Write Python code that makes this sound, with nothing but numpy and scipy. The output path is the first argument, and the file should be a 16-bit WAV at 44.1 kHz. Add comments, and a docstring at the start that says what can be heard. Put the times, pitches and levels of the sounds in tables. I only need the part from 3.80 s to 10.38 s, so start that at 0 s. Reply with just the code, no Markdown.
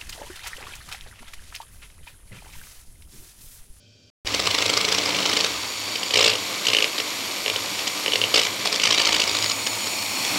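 """An electric hand mixer whips cream in a plastic jug on a kitchen counter, heard close up.
A faint low hum and thin whistles over dull hiss last 0.3 s, then silence. At 0.45 s the mixer comes in
with a soft bump, already at speed: the motor whines and throbs with the mains, gears rasp, cream churns,
the jug drones. The wire beaters rattle in bursts whenever they are steered against the jug wall.
Toward the end the vents turn to face the listener and their rush of air grows."""
import sys
import numpy as np
from scipy import signal
from scipy.fft import irfft, next_fast_len
from scipy.io import wavfile
from scipy.ndimage import uniform_filter1d, minimum_filter1d

SR = 44100
rng = np.random.default_rng(int(sys.argv[2]) if len(sys.argv) > 2 else 0)


def dump(signal):
    """Clip the signal to [-1, 1] and save it as 16-bit WAV at the path in sys.argv[1]."""
    limited = np.clip(np.atleast_2d(signal).T, -1, 1)
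    pcm = np.round(limited * 32767).astype(np.int16)
    wavfile.write(sys.argv[1], SR, pcm)


N = 290178
T = np.arange(N) / SR
QUIET_END_S, MIXER_START_S = .301, .449
MAINS_HZ, ROTOR_SLOTS, GEAR_RATIO, WIRES = 50, 8, 21, 4


def amp(db):
    """Decibels to gain."""
    return 10 ** (np.asarray(db) / 20)


def unit(x):
    """Scales to an rms of 1."""
    return x / np.sqrt(np.mean(x ** 2) + 1e-20)


def curves(rows):
    """One automation curve for each table column after the time."""
    times, *columns = np.transpose(rows)
    return [np.interp(T, times, column) for column in columns]


def value_at(points, hz):
    """Reads a table along a log frequency axis."""
    freqs, values = np.transpose(points)
    return np.interp(np.log(hz + 1), np.log(freqs), values)


def colour(x, eq, size=2048):
    """Minimum-phase filter that follows an EQ curve."""
    log_gain = np.log(amp(value_at(eq, abs(np.fft.fftfreq(size, 1 / SR)))))
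    taps = np.fft.ifft(np.exp(np.conj(signal.hilbert(log_gain)))).real
    return signal.oaconvolve(x, taps.reshape((1,) * (x.ndim - 1) + (-1,)), axes=-1)[..., :x.shape[-1]]


def band(x, low_hz, high_hz):
    """Steep band-pass."""
    return signal.sosfilt(signal.butter(3, [low_hz, high_hz], "band", fs=SR, output="sos"), x)


def ring(x, modes):
    """Sum of damped resonances; the dB of each sets its energy."""
    out = 0
    for hz, width, db in modes:
        radius = np.exp(-np.pi * abs(width) / SR)
        feedback = [1, -2 * radius * np.cos(2 * np.pi * hz / SR), radius ** 2]
        out = out + amp(db) * np.sqrt(1 - radius) * signal.lfilter([1, 0, -1], feedback, x)
    return out


def wander(hz, size=32768):
    """Smooth random modulation of rms 1, rolling off around hz."""
    length = next_fast_len(N, True)
    rolloff = np.exp(-.5 * (np.arange(size) * SR / length / hz) ** 2)
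    real, imag = rng.standard_normal((2, size)) * rolloff
    return unit(irfft(real + 1j * imag, length)[:N])


# EQ of the dull opening hiss: (frequency [Hz], gain [dB])
OPENING_HISS_EQ = [(25, -14), (70, -16), (102, 6.5), (140, -15), (250, -11), (580, -15.5), (800, -31),
                   (1900, -33), (3000, -19), (5500, -19), (7800, -29), (9000, -59)]
# Thin whistles over that hiss: (frequency [Hz], width [Hz], relative level [dB])
WHISTLE_MODES = [(106, 13, -3.5), (1500, 78, -18), (2550, 5.4, -15), (3180, 49, -10), (4670, 55, -7),
                 (5350, 42, -11)]
# Steady tones of the opening: (frequency [Hz], relative level [dB])
HUM_TONES = [(247.6, -67.5), (592.2, -71.5), (1529, -83), (2369, -72), (2466, -75)]
def faint_opening_hum(floor_db=-57, whistle_db=-58, hum_db=-1):
    """A faint low hum and thin whistles over dull hiss, before the mixer comes in."""
    hiss, drive = rng.standard_normal((2, N))
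    floor = amp(floor_db) * unit(colour(hiss, OPENING_HISS_EQ))
    whistles = amp(whistle_db) * unit(ring(drive, WHISTLE_MODES))
    hum = sum(amp(db) * np.sqrt(2) * np.cos(2 * np.pi * (hz * T + rng.random())) for hz, db in HUM_TONES)
    return floor + whistles + amp(hum_db) * hum


# Reverb time around the mixer: (frequency [Hz], time to fall 60 dB [s])
REVERB_TIMES = [(150, 0.12), (1000, 0.37), (4000, 0.11), (12000, 0.017)]
def reverb(x, predelay_s=.005):
    """A short diffuse room tail, the treble dying first."""
    hz, t, spectrum = signal.stft(rng.standard_normal(16384), SR, nperseg=256)
    decay = amp(-60 * t / value_at(REVERB_TIMES, hz)[:, None])
    tail = signal.istft(spectrum * decay, SR)[1]
    tail *= np.arange(len(tail)) > predelay_s * SR
    return signal.fftconvolve(x, tail / np.linalg.norm(tail))[:N]


def bump(hz=36, peak_db=-29, decay_s=.014):
    """A soft low bump as the mixer sound sets in."""
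    t = np.maximum(T - MIXER_START_S, 0)
    return -amp(peak_db) * np.cos(2 * np.pi * hz * t) * np.exp(-t / decay_s) * (T > MIXER_START_S)


# Motor speed, sagging under load: (time [s], shaft rate [Hz])
MOTOR_SPEED = [(0.45, 279.5), (1.2, 281.7), (1.5, 281.2), (1.95, 285.4), (2.3, 289), (2.48, 289),
               (2.7, 284.7), (3.15, 286.4), (3.35, 289), (3.8, 285.6), (4, 289), (4.4, 282.6),
               (4.75, 290.9), (5.1, 289.5), (5.35, 284.6), (5.6, 283.9), (6.1, 286.9), (6.58, 285.3)]
def shaft_angle(ripple_rad=.06, jitter_hz=.15):
    """The motor shaft turns: each mains pulse nudges it ahead, and the cream drags unevenly."""
    hz = curves(MOTOR_SPEED)[0] + jitter_hz * wander(12.15)
    return 2 * np.pi * np.cumsum(hz) / SR + ripple_rad * np.sin(2 * np.pi * MAINS_HZ * T)


# Drag on the beaters: (time [s], load relative to light work [dB])
CREAM_DRAG = [(0.5, 2.5), (0.8, 4), (1.55, 5.5), (1.9, -1.5), (2.45, 1.5), (3.5, 0.5), (4.4, 2), (4.75, 1),
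              (5.3, 4), (5.75, -1), (6.3, -2), (6.58, 4.5)]
def drag_gain(db_per_db):
    """Gain that rides the drag of the cream: heavier work is louder."""
    return amp(db_per_db * curves(CREAM_DRAG)[0])


def strokes(angle, depth=.06):
    """A light tremolo, one pulse for each passing wire."""
    return 1 + depth * np.cos(WIRES * angle / GEAR_RATIO)


# Swells of low boom: (time [s], relative level [dB])
BOOM_LEVEL = [(0.52, -42.5), (0.82, -44), (2.29, -52), (2.43, -37), (2.85, -59), (2.88, -45), (3.14, -63),
              (3.2, -39), (3.29, -68), (3.34, -52), (3.66, -59), (3.71, -44.5), (4.18, -60), (4.42, -45.5),
              (5.06, -56), (5.09, -44), (5.31, -60), (5.63, -43), (5.97, -50), (6.58, -44.5)]
def jug_boom(angle, boom_db=-3, hum_db=-7):
    """The jug booms as it is pressed on the counter; the two beaters' wires hum, passing in turn."""
    boom = unit(band(ring(rng.standard_normal(N), [(102, 14, 0)]), 84, 125))
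    hum = unit(np.cos(2 * WIRES * angle / GEAR_RATIO + .38 * wander(4.5)))
    return amp(curves(BOOM_LEVEL)[0]) * (amp(boom_db) * boom + amp(hum_db) * hum)


# Slow shaking of the jug: (time [s], level [dB])
SHAKE_LEVEL = [(0.52, -50), (1.36, -61), (1.75, -53), (2.31, -75), (2.38, -57), (2.53, -67), (4.99, -66),
               (5.36, -49.5), (6.06, -72), (6.58, -59)]
# Partials of the shake and of the growl above it: (multiple of the beater rate, relative level [dB])
SHAKE_PARTIALS = [(4, -10), (5, 13), (6, -7)]
GROWL_PARTIALS = [(10, -4), (12, -21.5), (14, 2), (22, 5), (24, -13), (34, -6)]
def jug_drone(angle, waver=.38, growl_db=-52):
    """The beaters shake the jug at multiples of their own slow rate, growling under load."""
    def tones(partials):
        out = 0
        for multiple, db in partials:
            level = amp(db) * (1 + waver * wander(7.3))
            out += level * np.cos(multiple * angle / GEAR_RATIO + waver * wander(5))
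        return unit(out)

    shake = amp(curves(SHAKE_LEVEL)[0]) * tones(SHAKE_PARTIALS)
    growl = amp(growl_db) * drag_gain(2.25) * tones(GROWL_PARTIALS)
    return shake + growl


# Air from the vents, strongest at the end: (time [s], relative level [dB])
VENT_LEVEL = [(0.5, -53), (1.3, -50), (2.1, -46), (2.42, -49), (2.65, -47), (4.4, -44), (5.2, -49.5),
              (5.75, -41), (6.58, -38)]
# EQ of the fan hiss: (frequency [Hz], gain [dB])
FAN_EQ = [(4000, -19), (7600, 8), (8900, 7), (9800, 2), (12300, 1), (13700, -1), (14800, -1), (16000, -0.5)]
# Resonances of the cooling ducts: (frequency [Hz], width [Hz], relative level [dB])
DUCT_MODES = [(248, 110, -5.5), (660, 290, -6), (876, 110, -8.5), (2190, 220, -7), (2440, 130, -2),
              (4345, 140, 1.5), (5400, 300, 0)]
def vent_air(angle, hiss_db=4, hoot_db=-29, flutter=.1):
    """Cooling air hisses and the ducts hoot, much more so when the vents face the listener."""
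    fan, duct = rng.standard_normal((2, N))
    air_db = curves(VENT_LEVEL)[0]
    hiss = unit(colour(fan * (1 + flutter * np.cos(2 * angle)), FAN_EQ))
    hoot = unit(band(ring(duct, DUCT_MODES), 130, 5500))
    facing_db = 2.15 * (air_db - air_db.max())
    return amp(hiss_db + air_db) * hiss + amp(hoot_db + facing_db) * hoot


# EQ of the churning cream: (frequency [Hz], gain [dB])
CHURN_EQ = [(30, -39), (80, -22), (150, -15.5), (200, -7), (290, 1.5), (380, -2), (560, 0), (720, -2),
            (1000, -5.5), (1550, -5), (2200, -14.5), (5000, -66)]
# Air resonance of the jug: (frequency [Hz], width [Hz], relative level [dB])
CAVITY_MODES = [(1060, 570, 0)]
def cream_churn(angle, churn_db=-38.5, hollow_db=-42, slap_db=1.4):
    """The wires slap through the cream and stir the hollow note of the jug."""
    foam, cavity = rng.standard_normal((2, N))
    slaps = strokes(angle) * amp(slap_db * wander(55))
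    churn = unit(colour(foam * slaps, CHURN_EQ))
    hollow = unit(band(ring(cavity * slaps, CAVITY_MODES), 892, 1278))
    return amp(churn_db) * drag_gain(1.02) * churn + amp(hollow_db) * drag_gain(.66) * hollow


# EQ of the gear rasp: (frequency [Hz], gain [dB])
GEAR_EQ = [(900, -33.5), (1650, -9), (2050, 1), (2400, 0), (3400, 2.5), (4500, 0.5), (5000, -2),
           (5700, -0.5), (6400, -6), (7600, -6.5), (8800, -19.5), (10000, -16.5), (15000, -28)]
# Resonances of the mixer housing: (frequency [Hz], width [Hz], relative level [dB])
HOUSING_MODES = [(2270, 590, 3), (2830, 120, -28), (4320, 140, -1), (4660, 140, -2), (5470, 140, 9)]
def gear_rasp(angle, rasp_db=-31.5, housing_db=-8, grain_db=2.5, mesh_depth=.1):
    """Gritty gears mesh and sound through the housing, louder under load."""
    grit = rng.standard_normal(N) * amp(grain_db * wander(970))
    grit *= strokes(angle) * (1 + mesh_depth * np.cos(angle))
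    teeth = unit(colour(grit, GEAR_EQ))
    scrambled = grit * rng.choice([-1, 1], N)  # same grain, but cannot cancel the teeth
    housing = unit(band(ring(scrambled, HOUSING_MODES), 2060, 4450))
    return amp(rasp_db) * drag_gain(.7) * (teeth + amp(housing_db) * housing)


# Whine as the mixer is turned about: (time [s], relative level of each of partials 1 to 5 [dB])
WHINE_LEVELS = [(1.1, -39, -53, -53, -61, -50), (1.8, -46, -39, -40, -51, -50),
                (2.2, -42, -35.5, -41, -51, -53), (2.7, -42, -43, -43, -48, -45.5),
                (4.75, -41, -42, -40.5, -48, -45.5), (5.2, -32, -31, -42, -56, -53),
                (5.6, -41, -45, -32.5, -47, -54), (6.55, -37.5, -40, -37.5, -52, -44)]
# Faint top of the whine: (relative level of each of partials 6 and 7 [dB])
WHINE_TOP_LEVELS = [-57, -53]
def motor_whine(angle, throb=.1, fuzz_hz=80, trim_db=-2):
    """Rotor slots pass the poles: seven fuzzy partials that throb with the mains."""
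    out = np.zeros(N)
    for k, db in enumerate(curves(WHINE_LEVELS) + WHINE_TOP_LEVELS, 1):
        phase, fuzz = k * ROTOR_SLOTS * angle, 1 / np.sqrt(k)
        partial = (1 + fuzz * wander(fuzz_hz)) * np.cos(phase) + fuzz * wander(fuzz_hz) * np.sin(phase)
        out += amp(db) * unit(partial)
    return amp(trim_db) * out * (1 + throb * np.cos(2 * np.pi * MAINS_HZ * T))


# Beaters held against the jug; clatter, ring and thud are the relative levels of a knock's layers:
# (first knock [s], last knock [s], every nth wire, clatter [dB], ring [dB], thud [dB], slant [0-1])
RATTLE_BURSTS = [(0.6732, 1.125, 2, -20.5, -28, -31, 0.91), (1.309, 1.431, 2, -30, -28, -36, 0),
                 (1.4598, 1.646, 2, -23, -25.5, -33, 0), (2.1598, 2.31, 4, -31, -26.5, -37.5, 0.1),
                 (2.342, 2.3597, 1, -21.5, -19, -27.5, 0.3), (2.376, 2.4814, 1, -17.5, -18.5, -24, 0.32),
                 (2.518, 2.5565, 1, -29.5, -28, -32.5, 0), (2.8707, 2.9355, 1, -23.5, -18, -33, 1),
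                 (2.9500, 3.0447, 1, -27, -16.5, -31, 0.58), (3.1853, 3.2035, 1, -29, -25.5, -35, 0),
                 (3.6625, 3.701, 1, -34, -23, -31.5, 0), (4.2623, 4.2816, 1, -35, -22.5, -33, 0),
                 (4.337, 4.3585, 1, -25, -18, -28, 0.99), (4.4163, 4.44, 1, -32, -15.5, -31, 1),
                 (4.546, 4.5965, 1, -17.5, -19, -25.5, 0.1), (4.616, 4.67, 1, -25.5, -31.5, -43, 0.04),
                 (4.8574, 4.873, 1, -23, -45.5, -34.5, 0), (4.9271, 4.9602, 1, -25.5, -42, -37.5, 0),
                 (5.0008, 5.02, 1, -28.5, -25, -41, 0), (5.0388, 5.146, 1, -20.5, -20, -37, 0.6),
                 (5.1825, 5.439, 1, -20, -22.5, -38, 1), (5.4765, 5.7172, 1, -23.5, -34, -40.5, 0.8)]
# A fully slanted beater meets the wall unevenly: (level offset of each of wires 1 to 4 [dB])
SLANT_OFFSETS = [-1, -1, -4, -13]
# Stray knocks of one wire: (time [s], clatter [dB], ring [dB], thud [dB])
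STRAY_KNOCKS = [(0.4736, -25, -31.5, -37), (0.5478, -22.5, -26.5, -30), (0.5994, -24.5, -27.5, -29),
                (1.1481, -23, -51, -54), (1.1848, -21, -38, -31), (1.26, -24, -35, -35),
                (2.5005, -19.5, -26, -38), (2.8555, -25, -28.5, -44), (3.7634, -30.5, -24.5, -34),
                (3.9953, -31.5, -27.5, -46), (4.077, -25.5, -31.5, -36), (4.322, -36.5, -23, -43),
                (5.871, -23.5, -27, -36), (6.0711, -29.5, -43, -38), (6.45, -27, -44, -44)]
# Light grazes near the wall: (start [s], end [s], clatter [dB], ring [dB], thud [dB])
GRAZES = [(0.55, 1.677, -29, -35, -36), (5.901, 6.57, -36, -44, -58)]
def knock_cues(angle, grazes=16, scatter_db=1):
    """One row a knock (time, three levels); bursts and grazes keep pace with the passing wires."""
    passes = WIRES * angle / (2 * np.pi * GEAR_RATIO)
    cues = list(STRAY_KNOCKS)
    for first_s, last_s, nth, *levels, slant in RATTLE_BURSTS:
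        first, last = np.interp([first_s, last_s], T, passes)
        for k, place in enumerate(np.linspace(first, last, round((last - first) / nth) + 1)):
            wire_db = slant * SLANT_OFFSETS[k * nth % WIRES]
            cues.append((np.interp(place, passes, T), *(np.array(levels) + wire_db)))
    for first_s, last_s, *levels in GRAZES:
        first, last = np.interp([first_s, last_s], T, passes)
        places = np.round(first + (last - first) * (np.arange(grazes) + rng.random(grazes)) / grazes)
        cues += [(time, *levels) for time in np.interp(places, passes, T)]
    cues = np.array(cues)
    cues[:, 1:] += scatter_db * rng.standard_normal((len(cues), 3))
    return cues


KNOCK_SAMPLES, PREROLL_SAMPLES = 4096, 512
def chatter(start_s, length_s, swell_db, spread_db, count):
    """One row a knock: uneven contacts of wire on plastic, pushing and pulling."""
    place, sign, strength = np.moveaxis(rng.random((len(length_s), 3, count)), 1, 0)
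    progress = (np.arange(count) + place) / count
    force = np.sign(sign - .5) * amp(swell_db * progress + spread_db * strength)
    at = PREROLL_SAMPLES + (start_s[:, None] + progress * length_s[:, None]) * SR
    contacts = np.zeros((len(length_s), KNOCK_SAMPLES))
    np.put_along_axis(contacts, np.clip(at, 0, KNOCK_SAMPLES - 1).astype(int), force, 1)
    return contacts


# EQ of the wire clatter: (frequency [Hz], gain [dB])
CLATTER_EQ = [(50, -29), (150, -15.5), (300, -8), (750, -8), (1200, -1.5), (1600, -9.5), (2200, -0.5),
              (3000, 0), (3900, 2.5), (5200, 2), (6400, -5.5), (8500, -10.5), (9600, -23.5), (15000, -29)]
# Ring of the plastic wall and thud of the jug: (frequency [Hz], width [Hz], relative level [dB])
WALL_MODES = [(2990, 170, 0), (2810, 150, -1), (2400, 260, -10)]
THUD_MODES = [(505.6, 41, 7), (442, 28, 3), (564, 38, -17)]
def beater_rattle(angle, tap_s=.0008, scrape_s=.0072, snap_s=.0014, shiver_s=.0038):
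    """A wire taps the wall and rings it; the harder it catches, the longer it scrapes, then snaps free."""
    times, clatter_db, ring_db, thud_db = knock_cues(angle).T
    catch = amp(clatter_db) / (amp(clatter_db) + amp(ring_db))
    length_s = tap_s + scrape_s * np.tanh((2 * catch) ** 2)
    start_s, press_s = -.8 * length_s, .55 * length_s
    taps = chatter(start_s, press_s, swell_db=-8, spread_db=12, count=4)
    scrapes = chatter(start_s, length_s, swell_db=8, spread_db=12, count=20)
    snaps = chatter(np.zeros_like(times), np.full_like(times, snap_s), swell_db=0, spread_db=6, count=6)
    push = chatter(start_s, press_s, swell_db=0, spread_db=0, count=1)
    blows = scrapes + amp(15) * snaps
    # every contact leaves a brief shiver in the wire cage
    shiver = amp(-22) * rng.standard_normal(taps.shape) * np.exp(-T[:KNOCK_SAMPLES] / shiver_s)
    blows += signal.fftconvolve(blows, shiver, axes=1)[:, :KNOCK_SAMPLES]
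    clatter = colour(blows, CLATTER_EQ)
    wall = band(ring(taps, WALL_MODES), 1430, 5600)
    thud = band(ring(push, THUD_MODES), 245, 1230)
    knocks = 0
    for layer, db in (clatter, clatter_db + 2), (wall, ring_db - 1), (thud, thud_db):
        rms = np.sqrt((layer ** 2).sum(1, keepdims=True) / 600)  # as if packed into 600 samples
        knocks += amp(db)[:, None] * layer / rms
    out = np.zeros(N + 2 * KNOCK_SAMPLES)
    for start, knock in zip(np.round(times * SR).astype(int) - PREROLL_SAMPLES, knocks):
        out[start:start + KNOCK_SAMPLES] += knock
    return out[:N]


def scene(reverb_db=-15, rise_s=.016):
    """A faint hum, silence, then the mixer at work; the same in both ears."""
    angle = shaft_angle()
    rattle = beater_rattle(angle)
    machine = motor_whine(angle) + gear_rasp(angle) + vent_air(angle)
    jug = cream_churn(angle) + jug_drone(angle) + jug_boom(angle)
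    mixer = jug + machine + rattle + amp(reverb_db) * reverb(rattle)
    fade_in = 1 - np.exp(-np.maximum(T - MIXER_START_S, 0) / rise_s)
    mono = faint_opening_hum() * (T < QUIET_END_S) + bump() + mixer * fade_in
    return np.array([mono, mono])


def record(dry, ceiling=.59, cutoff_hz=15800):
    """A fast limiter holds the sharpest peaks; a steep low-pass trims the top."""
    gain = np.minimum(1, ceiling / (abs(dry).max(0) + 1e-9))
    gain = uniform_filter1d(minimum_filter1d(gain, size=65), size=65)
    lowpass = signal.firwin(511, cutoff_hz, window=("kaiser", 9), fs=SR)
    return signal.oaconvolve(dry * gain, lowpass[None], "same")


dry = scene()
out = record(dry)
dump(out)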